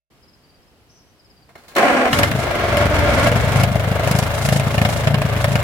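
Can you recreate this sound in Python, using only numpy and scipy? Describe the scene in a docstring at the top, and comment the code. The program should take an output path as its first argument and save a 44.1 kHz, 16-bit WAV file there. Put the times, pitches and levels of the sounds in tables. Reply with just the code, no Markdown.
"""A small bird chirps over the faint rush of a quiet yard. Close by, a hand presses the starter switch
of an old tractor: the plunger knocks and pings, and the contact snaps shut. The starter gears grind
through the iron casing, the compression strokes chuff, and the engine catches. The starter rattles
down while the exhaust settles to a lumpy chug, with runs of hard firings between soft ones,
over a droning pipe, clattering valve gear and hissing gas."""
import sys
import numpy as np
from scipy import signal
from scipy.fft import rfft, irfft, next_fast_len
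from scipy.io import wavfile
from scipy.ndimage import uniform_filter1d

SR = 44100
rng = np.random.default_rng(int(sys.argv[2]) if len(sys.argv) > 2 else 0)


def master(y):
    """Save y as 16-bit WAV."""
    cut = np.clip(np.atleast_2d(y).T, -1, 1)
    pcm = np.round(cut * 32767)  # scale
    wavfile.write(sys.argv[1], SR, pcm.astype(np.int16))


N = 248283
TIME = np.arange(N) / SR
PADDED = next_fast_len(N + SR // 4, True)
HZ = np.fft.rfftfreq(PADDED, 1 / SR)


def amp(db):
    return 10 ** (np.asarray(db) / 20)


def unit_rms(x):
    return x / np.sqrt(np.mean(x ** 2) + 1e-20)


def spectrum(points):
    """Values joined by straight lines along log frequency."""
    hz, value = np.transpose(points)
    return np.interp(np.log(HZ + 1), np.log(hz + 1), value)


def curve(rows, column=1):
    """One column of a table, joined by straight lines in time."""
    rows = np.array(rows)
    return np.interp(TIME, rows[:, 0], rows[:, column])


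def fader(rows, fade=0.026):
    """Levels in dB as a gain that fades to nothing outside their span."""
    outside = np.maximum(rows[0][0] - TIME, 0) + np.maximum(TIME - rows[-1][0], 0)
    return amp(curve(rows)) * np.exp(-(outside / fade) ** 2)


def spell(start, end, start_db, end_db, attack, release):
    """A gain that rises, slides from one level to another, and dies away."""
    outside = np.maximum(start - TIME, 0) / attack + np.maximum(TIME - end, 0) / release
    return amp(np.interp(TIME, [start, end], [start_db, end_db])) * np.exp(-outside ** 2)


def puff(rise, decay):
    """An envelope that swells to 1 and dies away."""
    t = TIME[:SR // 3]
    shape = (1 - np.exp(-(t / rise) ** 2)) * np.exp(-t / decay)
    return shape / shape.max()


def noise():
    """Two unrelated white noises."""
    return rng.standard_normal((2, N))


def wander(rate_hz):
    """Smooth random drift of rms 1."""
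    drift = rfft(rng.standard_normal(PADDED)) / (1 + (HZ / rate_hz) ** 4)
    return unit_rms(irfft(drift, PADDED)[:N])


def strike(times, gains, shape):
    """A copy of one shape at each time, scaled by its gain."""
    out = np.zeros(N + SR)
    for s, gain in zip(times, np.atleast_1d(gains)):
        start = round(s * SR)
        out[start:start + len(shape)] += gain * shape
    return out[:N]


def bursts(times, db, shape):
    """Puffs of noise whose powers add where they overlap."""
    return np.sqrt(strike(times, amp(db) ** 2, shape ** 2)) * noise()


def scatter(x, t60):
    """Dense reflections, different left and right."""
    t = TIME[:SR // 2]
    tail = rng.standard_normal((2, len(t))) * amp(-60 * t / t60)
    flat = irfft(np.exp(1j * np.angle(rfft(tail))), len(t)) * amp(-20 * t / t60)
    return signal.fftconvolve(x[None], flat / np.linalg.norm(flat[0]), axes=1)[:, :N]


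# The ring of the iron casing. Each row: frequency in Hz, width in Hz, lift in dB when iron is 1.
CASING_MODES = [(236, 24, 5.5), (291.3, 17, 4.5), (498.5, 28, 7.5), (580.7, 26.5, 10), (688, 77, 7),
                (1084, 21, 4.5), (1393, 40, 3.5), (1637, 22, 5.5), (1776, 110, 3), (2078, 26, 7.5),
                (2200, 68, 4), (2720, 27, 1.5)]
# Stereo width, wide open in the treble. Each row: frequency in Hz, left-right correlation.
STEREO_LIKENESS = [(60, 0.4), (250, 0.86), (600, 0.83), (1100, 0.52), (2000, 0), (5000, -0.05), (16000, 0)]


def radiate(x, colour, iron=0, ripple_db=3.5, ripple_hz=70):
    """Make two unrelated signals a stereo pair with this EQ and the casing's ring, at equal power."""
    ring_db = sum(db / (1 + (2 * (HZ - hz) / width) ** 2) for hz, width, db in CASING_MODES)
    # a fine random ripple gives the treble a faint metallic ring
    ripple = np.interp(HZ / ripple_hz, np.arange(1024), rng.standard_normal(1024)) * HZ / (HZ + 1500)
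    gain = unit_rms(amp(spectrum(colour) + iron * ring_db + ripple_db * ripple))
    one_sided = np.sign(PADDED / 2 - np.arange(PADDED)) + (np.arange(PADDED) > 0)
    causal = np.exp(rfft(irfft(np.log(gain + 1e-6), PADDED) * one_sided))  # rings only after the blow
    likeness = spectrum(STEREO_LIKENESS)
    a, b = rfft(x, PADDED) * causal
    mid, side = a * np.sqrt((1 + likeness) / 2), b * np.sqrt((1 - likeness) / 2)
    return irfft(np.array([mid + side, mid - side]), PADDED)[:, :N]


# The dark bed of outdoor air. Each row: frequency in Hz, relative level in dB.
AIR_EQ = [(15, -36), (25, -8), (70, 3.5), (145, -1), (695, -9.5), (840, -12), (1330, -13.5), (1440, -15),
          (3160, -17), (3430, -20.5), (4870, -17.5), (6050, -26), (12500, -27.5), (16000, -33)]


def yard(start=0.1, level_db=-54.5):
    """A faint, barely wavering open-air rush."""
    fade_in = np.clip((TIME - start) / 0.0089, 0, 1)
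    return amp(level_db) * radiate(noise(), AIR_EQ, ripple_db=1.5) * amp(0.23 * wander(12)) * fade_in


# Chirps in twos and threes. Each row: start in seconds, note count, level in dB, top pitch in Hz.
CHIRPS = [(.222, 3, -53, 5130), (.429, 3, -55, 4850), (.618, 2, -63, 5270), (1.187, 3, -52.5, 5080),
          (1.359, 2, -54.5, 4810)]
# One buzzy note. Each row: time in seconds, level in dB, pitch in Hz.
BUZZY_NOTE = [(.87, -85, 5600), (.9, -54, 5600), (.94, -61, 5750), (.965, -54.5, 5800), (1.01, -58, 5470),
              (1.05, -67, 5900), (1.1, -63, 5800), (1.15, -80, 5900)]


def bird(note_s=.028, spacing_s=.053, fall=0.11, buzz_spread_hz=330):
    """Short falling notes and a buzz, blurred by leaves and echoed by the trees."""
    song = np.zeros(N)
    waver = 1 + .012 * wander(150)
    for start, count, db, top_hz in CHIRPS:
        note, since = np.divmod(TIME - start, spacing_s)
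        progress = np.minimum(since / note_s, 1) * (note >= 0) * (note < count)
        pitch = top_hz * waver * (1 - fall * progress ** 3)
        song += amp(db) * np.sin(np.pi * progress) * np.sin(2 * np.pi * np.cumsum(pitch) / SR)
    buzz_hz = curve(BUZZY_NOTE, column=2) + buzz_spread_hz * wander(390)
    song += fader(BUZZY_NOTE) * np.sin(2 * np.pi * np.cumsum(buzz_hz) / SR)
    leaves = amp(-0.5) * scatter(song, 0.046)
    trees = amp(-6) * scatter(song, 0.41)
    return amp(-9) * song + leaves + trees


# Clicks and scrapes. Each row: start in seconds, level in dB, decay in seconds, brightness from 0 to 1.
SWITCH_HITS = [(1.49, -47, .02, .1), (1.554, -35.5, 0.01, 0.05), (1.576, -47.5, 0.069, 0.27),
               (1.634, -52.5, 0.063, .2), (1.68, -43, 0.049, 0.6), (1.715, -50, 0.047, 0),
               (1.751, -31, 0.0099, 0.8), (1.7636, -18.5, 0.0034, 0.8), (1.781, -18.5, 0.01, 0.4)]
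# The ping of plunger and spring. Each row: pitch in Hz, relative level in dB, t60 in seconds.
PLUNGER_MODES = [(1840, -6, 0.07), (2120, -3.5, 0.11), (3930, -14, 0.12), (4210, -8, 0.097),
                 (5330, -12, 0.046), (6970, -20.5, .08)]


def switch(ping_db=-7.5):
    """The plunger knocks, pings and scrapes down until the contact snaps shut."""
    hits = [(strike([s], amp(db), puff(0.0013, decay)), bright) for s, db, decay, bright in SWITCH_HITS]
    knock = sum(hit * np.sqrt(1 - bright) for hit, bright in hits)
    snap = sum(hit * np.sqrt(bright) for hit, bright in hits)
    knock_eq = [(60, -6), (300, -2.5), (750, -0.5), (1200, -1.5), (2200, -5.5), (5000, -32), (16000, -43)]
    snap_eq = [(300, -11), (2000, 0), (4200, 7), (5400, 1), (7000, 0), (16000, -4)]
    dull = radiate(knock * noise(), knock_eq, iron=0.72)
    t = TIME[:SR // 4]
    modes = sum(amp(db - 60 * t / t60) * np.sin(2 * np.pi * hz * t) for hz, db, t60 in PLUNGER_MODES)
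    times, hit_db = np.transpose(SWITCH_HITS)[:2]
    ping = strike(times, amp(hit_db + ping_db), modes)
    return dull + ping + radiate(snap * noise(), snap_eq, iron=0.56)


# The pitch of the gear mesh. Each row: time in seconds, teeth per second.
TOOTH_RATE = [(1.75, 149.8), (1.85, 260.8), (2.1, 245.1), (2.4, 354.8), (2.7, 340.2), (3.0, 292.2),
              (3.3, 249.7), (4.1, 158.6)]


def gears(strokes, jitter=.09, uneven_db=3.5, throb=0.036):
    """Worn teeth strike unevenly and rub; each compression stroke leans on them."""
    teeth = np.cumsum(curve(TOOTH_RATE) * (1 + jitter * wander(80))) / SR
    hits = (np.diff(np.floor(teeth), prepend=0) > 0) * amp(uneven_db * rng.standard_normal(N))
    mesh = unit_rms(scatter(hits, 0.039))
    return unit_rms(mesh + noise()) * (1 + throb * np.cos(2 * np.pi * strokes))


# The grind under load, one row, and the rattles as the engine outruns the starter.
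# Each row: start and end in seconds, opening and closing level in dB.
GRIND_SPELL = (1.77, 2.076, -12.5, -17.5)
RATTLE_SPELLS = [(2.136, 2.226, -22, -21), (2.423, 2.827, -26.5, -18), (2.916, 3.25, -21.5, -16.5),
                 (3.33, 3.62, -23.5, -22.5), (4.02, 4.12, -27, -24)]
# The tone of grind and rattle. Each row: frequency in Hz, relative level in dB.
GRIND_EQ = [(40, -42), (80, -13.5), (150, -13.5), (240, -11.5), (380, -3.5), (520, -4.5), (720, -2),
            (830, -6), (1100, -5.5), (1600, -7.5), (2500, -11), (5000, -29.5), (8500, -31.5), (11500, -43),
            (16000, -59)]
RATTLE_EQ = [(110, -24.5), (190, -8), (280, -6), (370, -6), (537, -10.5), (589, -6.5), (807, -8.5),
             (1360, -4.5), (1700, -9), (2120, -9), (4370, -22), (11900, -39.5), (16000, -83)]
# Fader rides for the casing's growl and the motor's low whirr. Each row: time in seconds, level in dB.
GROWL_RIDE = [(1.778, -34), (1.8, -20.5), (1.85, -16), (1.9, -27), (1.93, -17.5), (1.98, -31),
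              (2.06, -21.5), (2.11, -27)]
WHIRR_RIDE = [(1.79, -30.5), (1.84, -26), (1.865, -22), (1.97, -23.5), (2.05, -26.5), (2.2, -25),
              (2.35, -38)]


def starter(strokes):
    """The pinion grinds, the casing growls, the motor whirrs up; then the overrunning gears rattle."""
    growl_eq = [(380, -26.5), (510, 0.5), (620, -3.5), (715, 7), (770, 1), (880, -34)]
    whirr_eq = [(110, -29), (190, -6.5), (250, -1), (305, -1), (370, -9), (600, -45)]
    grinding = spell(*GRIND_SPELL, attack=0.0081, release=0.022)
    grind = grinding * radiate(gears(strokes), GRIND_EQ, iron=0.6)
    growl = fader(GROWL_RIDE) * radiate(gears(strokes), growl_eq, iron=0.97)
    whirr = amp(-1.5) * fader(WHIRR_RIDE) * radiate(gears(strokes), whirr_eq, iron=0.72)
    rattling = np.max([spell(*row, attack=0.044, release=0.052) for row in RATTLE_SPELLS], axis=0)
    rattle = rattling * radiate(gears(strokes), RATTLE_EQ, iron=1.3)
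    return grind + growl + whirr + rattle


# Low chuffs as the starter turns the engine over. Each row: time in seconds, level in dB.
UNFIRED_STROKES = [(1.925, -32), (2.06, -29)]


def chuffs(chuff_hz=62, rise=0.0053, decay=0.014):
    """Each unfired compression stroke pushes a dull puff out of the pipe."""
    times, db = np.transpose(UNFIRED_STROKES)
    swell = puff(rise, decay)
    return strike(times - rise, amp(db), swell * np.sin(2 * np.pi * chuff_hz * TIME[:len(swell)]))


# The tempo of the chug. Each row: time in seconds, firings per second.
FIRING_RATE = [(2.13, 17), (2.33, 27), (2.55, 23), (2.85, 23), (3.1, 20.5), (3.35, 24.5), (4.0, 25.6),
               (4.5, 27.3), (5.15, 27.6), (5.35, 26), (5.63, 27.8)]
# Runs of hard firings. Each row: start in seconds, firing count, then in dB the thump level,
# the bark level, the thump's sag at both ends and the growth over the run.
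HARD_RUNS = [(2.132, 4, -11.5, -24, 8, -1), (2.316, 3, -8, -27.5, 5, 2), (2.772, 1, -12, -30, 0, 0),
             (2.858, 1, -10.5, -21, 0, 0), (2.992, 1, -14, -19, 0.5, 0), (3.186, 5, -13, -21.5, -3, 4),
             (3.443, 1, -9.5, -29, 2, 1), (3.522, 4, -5.5, -19, 3.5, 2), (3.678, 3, -8.5, -26, -1, 5),
             (3.878, 2, -6, -25, 1, 2.5), (4.076, 5, -5.5, -21, 5, 1), (4.453, 5, -5.5, -17.5, 5.5, -2),
             (4.672, 1, -6.5, -26, 0, 0), (4.745, 5, -2.5, -19, 14, -1.5), (5.074, 6, -10, -28, -3.5, -1.5),
             (5.366, 1, -13, -23, 2, 0), (5.446, 4, -13, -24, -3, 7)]


def crank():
    """The running count of strokes, nudged so that runs start a whole number of strokes apart."""
    starts = np.array(HARD_RUNS)[:, 0]
    free = np.cumsum(curve(FIRING_RATE)) / SR
    at_start = np.interp(starts, TIME, free)
    whole = np.concatenate([[0], np.cumsum(np.round(np.diff(at_start)))])
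    return free + np.interp(TIME, starts, whole - at_start)


def firings(strokes, soft_thump_db=-25, soft_bark_db=-26, soft_spread_db=2, hard_spread_db=.7):
    """Time, thump dB, bark dB and hardness (0 or 1) of every firing: soft, except in the runs."""
    times = np.interp(np.arange(int(strokes[-1]) + 1), strokes, TIME)
    db = np.zeros((len(times), 2)) + [soft_thump_db, soft_bark_db]
    hard = np.zeros(len(times))
    for start, count, thump_db, bark_db, sag_db, growth_db in HARD_RUNS:
        run = abs(times - start).argmin() + np.arange(count)
        place = (run - run.mean()) / max(count - 1, 1)  # from minus to plus one half
        db[run, 0] = thump_db + growth_db * place - sag_db * (2 * place) ** 2
        db[run, 1] = bark_db + growth_db * place
        hard[run] = 1
    db += np.where(hard, hard_spread_db, soft_spread_db)[:, None] * rng.standard_normal(db.shape)
    return times, db[:, 0], db[:, 1], hard


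# Accents: firings that go off with a sharp bang.
# Each row: time in seconds, then muffler bark, iron knock and gas crack levels in dB.
SHARP_BANGS = [(2.132, -28, -14.5, -31), (2.19, -16, -18, -27.5), (2.234, -17, -13, -29.5),
               (2.316, -17, -26.5, -37), (2.772, -32, -20, -33.5), (3.272, -17, -24, -34),
               (3.637, -20, -24, -29.5), (3.758, -22.5, -36, -43), (4.077, -16.5, -36, -35),
               (4.115, -23, -31, -28), (4.19, -30, -31, -27.5), (4.491, -21, -27, -32.5),
               (4.528, -23, -26, -35), (4.783, -19, -24, -48), (4.817, -21, -25, -43),
               (4.852, -25, -17, -38), (5.074, -13.5, -20.5, -38), (5.145, -18.5, -21.5, -38),
               (5.22, -17.5, -26, -38.5), (5.445, -16.5, -19.5, -32), (5.557, -19, -23.5, -38)]


def firing_blows(times, bark_db):
    """A row of time, bark, knock and crack for every firing, with the bangs on top."""
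    knock_db, crack_db = bark_db - 11.5, bark_db - 19
    return np.vstack([np.transpose([times, bark_db, knock_db, crack_db]), SHARP_BANGS])


def pipe_swing(middle_s, pipe_hz=158, width_s=0.0043, ring_hz=135, ring_decay_s=0.012):
    """The pressure of one firing: suck, push, suck, and the pipe rings on."""
    t = TIME[:SR // 8] - middle_s
    offset = np.exp(-(np.pi * pipe_hz * width_s) ** 2)  # balances suck and push
    swing = (np.cos(2 * np.pi * pipe_hz * t) - offset) * np.exp(-(t / width_s) ** 2)
    after = np.maximum(t, 0)
    ringing = (1 - np.exp(-(after / width_s) ** 2)) * np.exp(-after / ring_decay_s)
    return swing + 0.1 * ringing * np.cos(2 * np.pi * ring_hz * t)


# Hollow bark, hard knock and bright crack. Each row: frequency in Hz, relative level in dB.
BARK_EQ = [(25, -17.5), (60, 2.5), (150, 3.5), (370, -17), (500, -7.5), (650, 3.5), (760, -2.5),
           (880, -12.5), (1400, -20), (2400, -12.5), (3500, -27), (6000, -31), (16000, -63)]
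KNOCK_EQ = [(400, -28), (800, -12), (1100, 4.5), (1700, 7.5), (2400, -2), (3500, 1), (5000, -7),
            (9000, -43), (16000, -36)]
CRACK_EQ = [(600, -21), (2400, 5.5), (3600, -0.5), (5000, 1), (8000, 0), (11000, 1.5), (16000, -8)]


def exhaust(times, thump_db, blows, lead_s=.003, middle_s=.02):
    """Each firing thumps in the pipe, barks in the muffler, knocks the iron and spits a crack of gas."""
    blow_times, bark_db, knock_db, crack_db = blows.T
    starts = blow_times - lead_s
    thumps = strike(times - middle_s, amp(thump_db - 1.56), pipe_swing(middle_s))
    barks = bursts(starts, bark_db + 5, puff(.00085, 0.0059))
    knocks = bursts(starts, knock_db + 1.3, puff(0.0012, 0.0071))
    cracks = bursts(starts, crack_db + 11.5, puff(0.00075, 0.004))
    return (thumps + radiate(barks, BARK_EQ)
            + radiate(knocks, KNOCK_EQ, iron=0.72) + radiate(cracks, CRACK_EQ))


# The bass between firings sinks as the engine falters, then recovers.
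# Each row: time in seconds, level in dB.
BASS_RIDE = [(2.13, -28.5), (2.26, -23.5), (2.56, -28), (2.72, -21), (3.22, -19), (3.6, -18), (3.78, -22),
             (4.3, -23), (4.6, -21), (5.63, -21)]


def drone(strokes, surge, centre_order=3.51, surge_hz=29.1, surge_db=1, spread_hz=65, rough=.27):
    """The pipe drones on orders of the firing rate over a rumble; hard runs push it higher and louder."""
    rate = curve(FIRING_RATE)
    centre_hz = centre_order * rate + surge_hz * surge
    orders = 0
    for k in range(2, 9):
        weight = 1 / (1 + (2 * (k * rate - centre_hz) / spread_hz) ** 2)
        # the pipe delays each order differently, which smears the beats into a continuous throb
        turns = k * (strokes - .03) + .17 * (k - 4) ** 2
        orders += weight * (1 + rough * wander(13)) * np.cos(2 * np.pi * turns + rough * wander(12))
    rumble_eq = [(15, -52), (30, -25), (50, -9), (80, -7), (140, 6.5), (220, -6), (400, -21), (1500, -70)]
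    rumble = amp(-9) * radiate(noise(), rumble_eq)
    return fader(BASS_RIDE) * amp(surge_db * surge) * (amp(-1.5) * unit_rms(orders) + rumble)


def beat(strokes, at, width, depth):
    """A swell once per stroke, at this share of the stroke; rms 1."""
    swell = np.exp((np.cos(2 * np.pi * (strokes - at)) - 1) / (2 * np.pi * width) ** 2)
    return unit_rms(1 + depth * swell)


# The ride of the hiss, which the clatter follows gently. Each row: time in seconds, level in dB.
TREBLE_RIDE = [(2.13, -32.5), (2.22, -27.5), (2.29, -34.5), (2.56, -46.5), (2.76, -40), (3.6, -35),
               (3.72, -42.5), (4.05, -36), (4.4, -34.5), (5.08, -37.5), (5.18, -47.5), (5.29, -36),
               (5.63, -36.5)]
# Midrange clatter and airy hiss. Each row: frequency in Hz, relative level in dB.
CLATTER_EQ = [(25, -15), (100, 0.5), (220, 3.5), (370, -0.5), (600, 0.5), (900, 3.5), (1500, 2.5),
              (2200, -1), (3300, -4.5), (5000, -19), (9000, -29), (16000, -20.5)]
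HISS_EQ = [(1000, -23), (3500, 12), (6000, 11), (10000, 8), (12500, 4.5), (16000, -26)]
# The muffler's hum builds as the engine catches and eases as it settles.
# One row: start and end in seconds, opening and closing level in dB.
HUM_SPELL = (2.5, 6, -17.5, -22)


def engine_block(strokes, grit=0.2, gust_db=3, clatter_db=-26.5, follow=0.22):
    """Valve gear clatters after every firing; the muffler hums and gas hisses in uneven puffs."""
    treble = fader(TREBLE_RIDE)
    taps = unit_rms(beat(strokes, at=0.16, width=0.16, depth=0.6) * np.exp(grit * wander(170)))
    clatter_gain = amp(clatter_db) * (treble / np.median(treble[strokes > 0])) ** follow
    clatter = clatter_gain * radiate(taps * noise(), CLATTER_EQ, iron=0.62)
    flow = beat(strokes, at=.08, width=.19, depth=1.1)
    hum_eq = [(250, -36.5), (430, -3.5), (520, -8), (600, -1.5), (680, -5), (750, -8.5),
              (900, -32), (2000, -47.5)]
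    hum_gain = amp(-8) * spell(*HUM_SPELL, attack=0.35, release=.03)
    hum = hum_gain * radiate(flow * noise(), hum_eq, iron=0.54)
    puffs = unit_rms(beat(strokes, at=0.25, width=0.12, depth=1.8) * amp(gust_db * wander(13)))
    hiss = treble * radiate(puffs * noise(), HISS_EQ, ripple_db=2.6)
    return clatter + hum + hiss


# The clank of loose ironwork. Each row: pitch in Hz, relative level in dB, t60 in seconds.
IRON_MODES = [(1790, 7, .07), (2094, 4, 0.057), (2250, 4, 0.066), (2864, 9, 0.047), (3066, -3, .07),
              (3260, -6, 0.097), (3670, -7, .07), (4150, -6, 0.042), (5200, -7, 0.072), (5400, -8, .06),
              (7330, -9, .06), (9000, -32, 0.038)]


def ironwork(blows, clank_db=-9.5):
    """Every knock rings its own mix of the iron's modes, different left and right."""
    times, _, knock_db, _ = blows.T
    t = TIME[:SR // 6]
    mix = rng.standard_normal((len(times), len(IRON_MODES), 2))
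    out = np.zeros((2, N))
    for k, (hz, db, t60) in enumerate(IRON_MODES):
        ring = amp(db - 60 * t / t60) * np.sin(2 * np.pi * hz * t)
        out += [strike(times - .002, amp(knock_db + clank_db) * share, ring) for share in mix[:, k].T]
    return out


# The low exhaust leans left, the bright clatter right. Each row: frequency in Hz, left minus right in dB.
ENGINE_PAN = [(50, 2), (125, 3.5), (300, 0.5), (700, 1.3), (2000, 1), (4400, -0.7), (8000, -2), (15000, -2)]


def scene():
    """The crank times the engine; starter, switch, bird and yard sound around it."""
    strokes = crank()
    times, thump_db, bark_db, hard = firings(strokes)
    blows = firing_blows(times, bark_db)
    surge = np.interp(TIME, times, uniform_filter1d(hard, size=3))
    pipe = exhaust(times, thump_db, blows) + drone(strokes, surge)
    engine = pipe + engine_block(strokes) + ironwork(blows)
    lean_db = np.array([[.5], [-.5]]) * spectrum(ENGINE_PAN)
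    panned = irfft(rfft(engine, PADDED) * amp(lean_db), PADDED)[:, :N]
    return panned + starter(strokes) + chuffs() + switch() + bird() + yard()


def record(dry, ceiling=0.9, cutoff_hz=16200):
    """Round off the peaks, then trim the very top of the treble."""
    rounded = dry / (1 + (dry / ceiling) ** 6) ** (1 / 6)
    lowpass = signal.firwin(511, cutoff_hz, window=("kaiser", 9), fs=SR)
    return signal.oaconvolve(rounded, lowpass[None], "same")


dry = scene()
out = record(dry)
master(out)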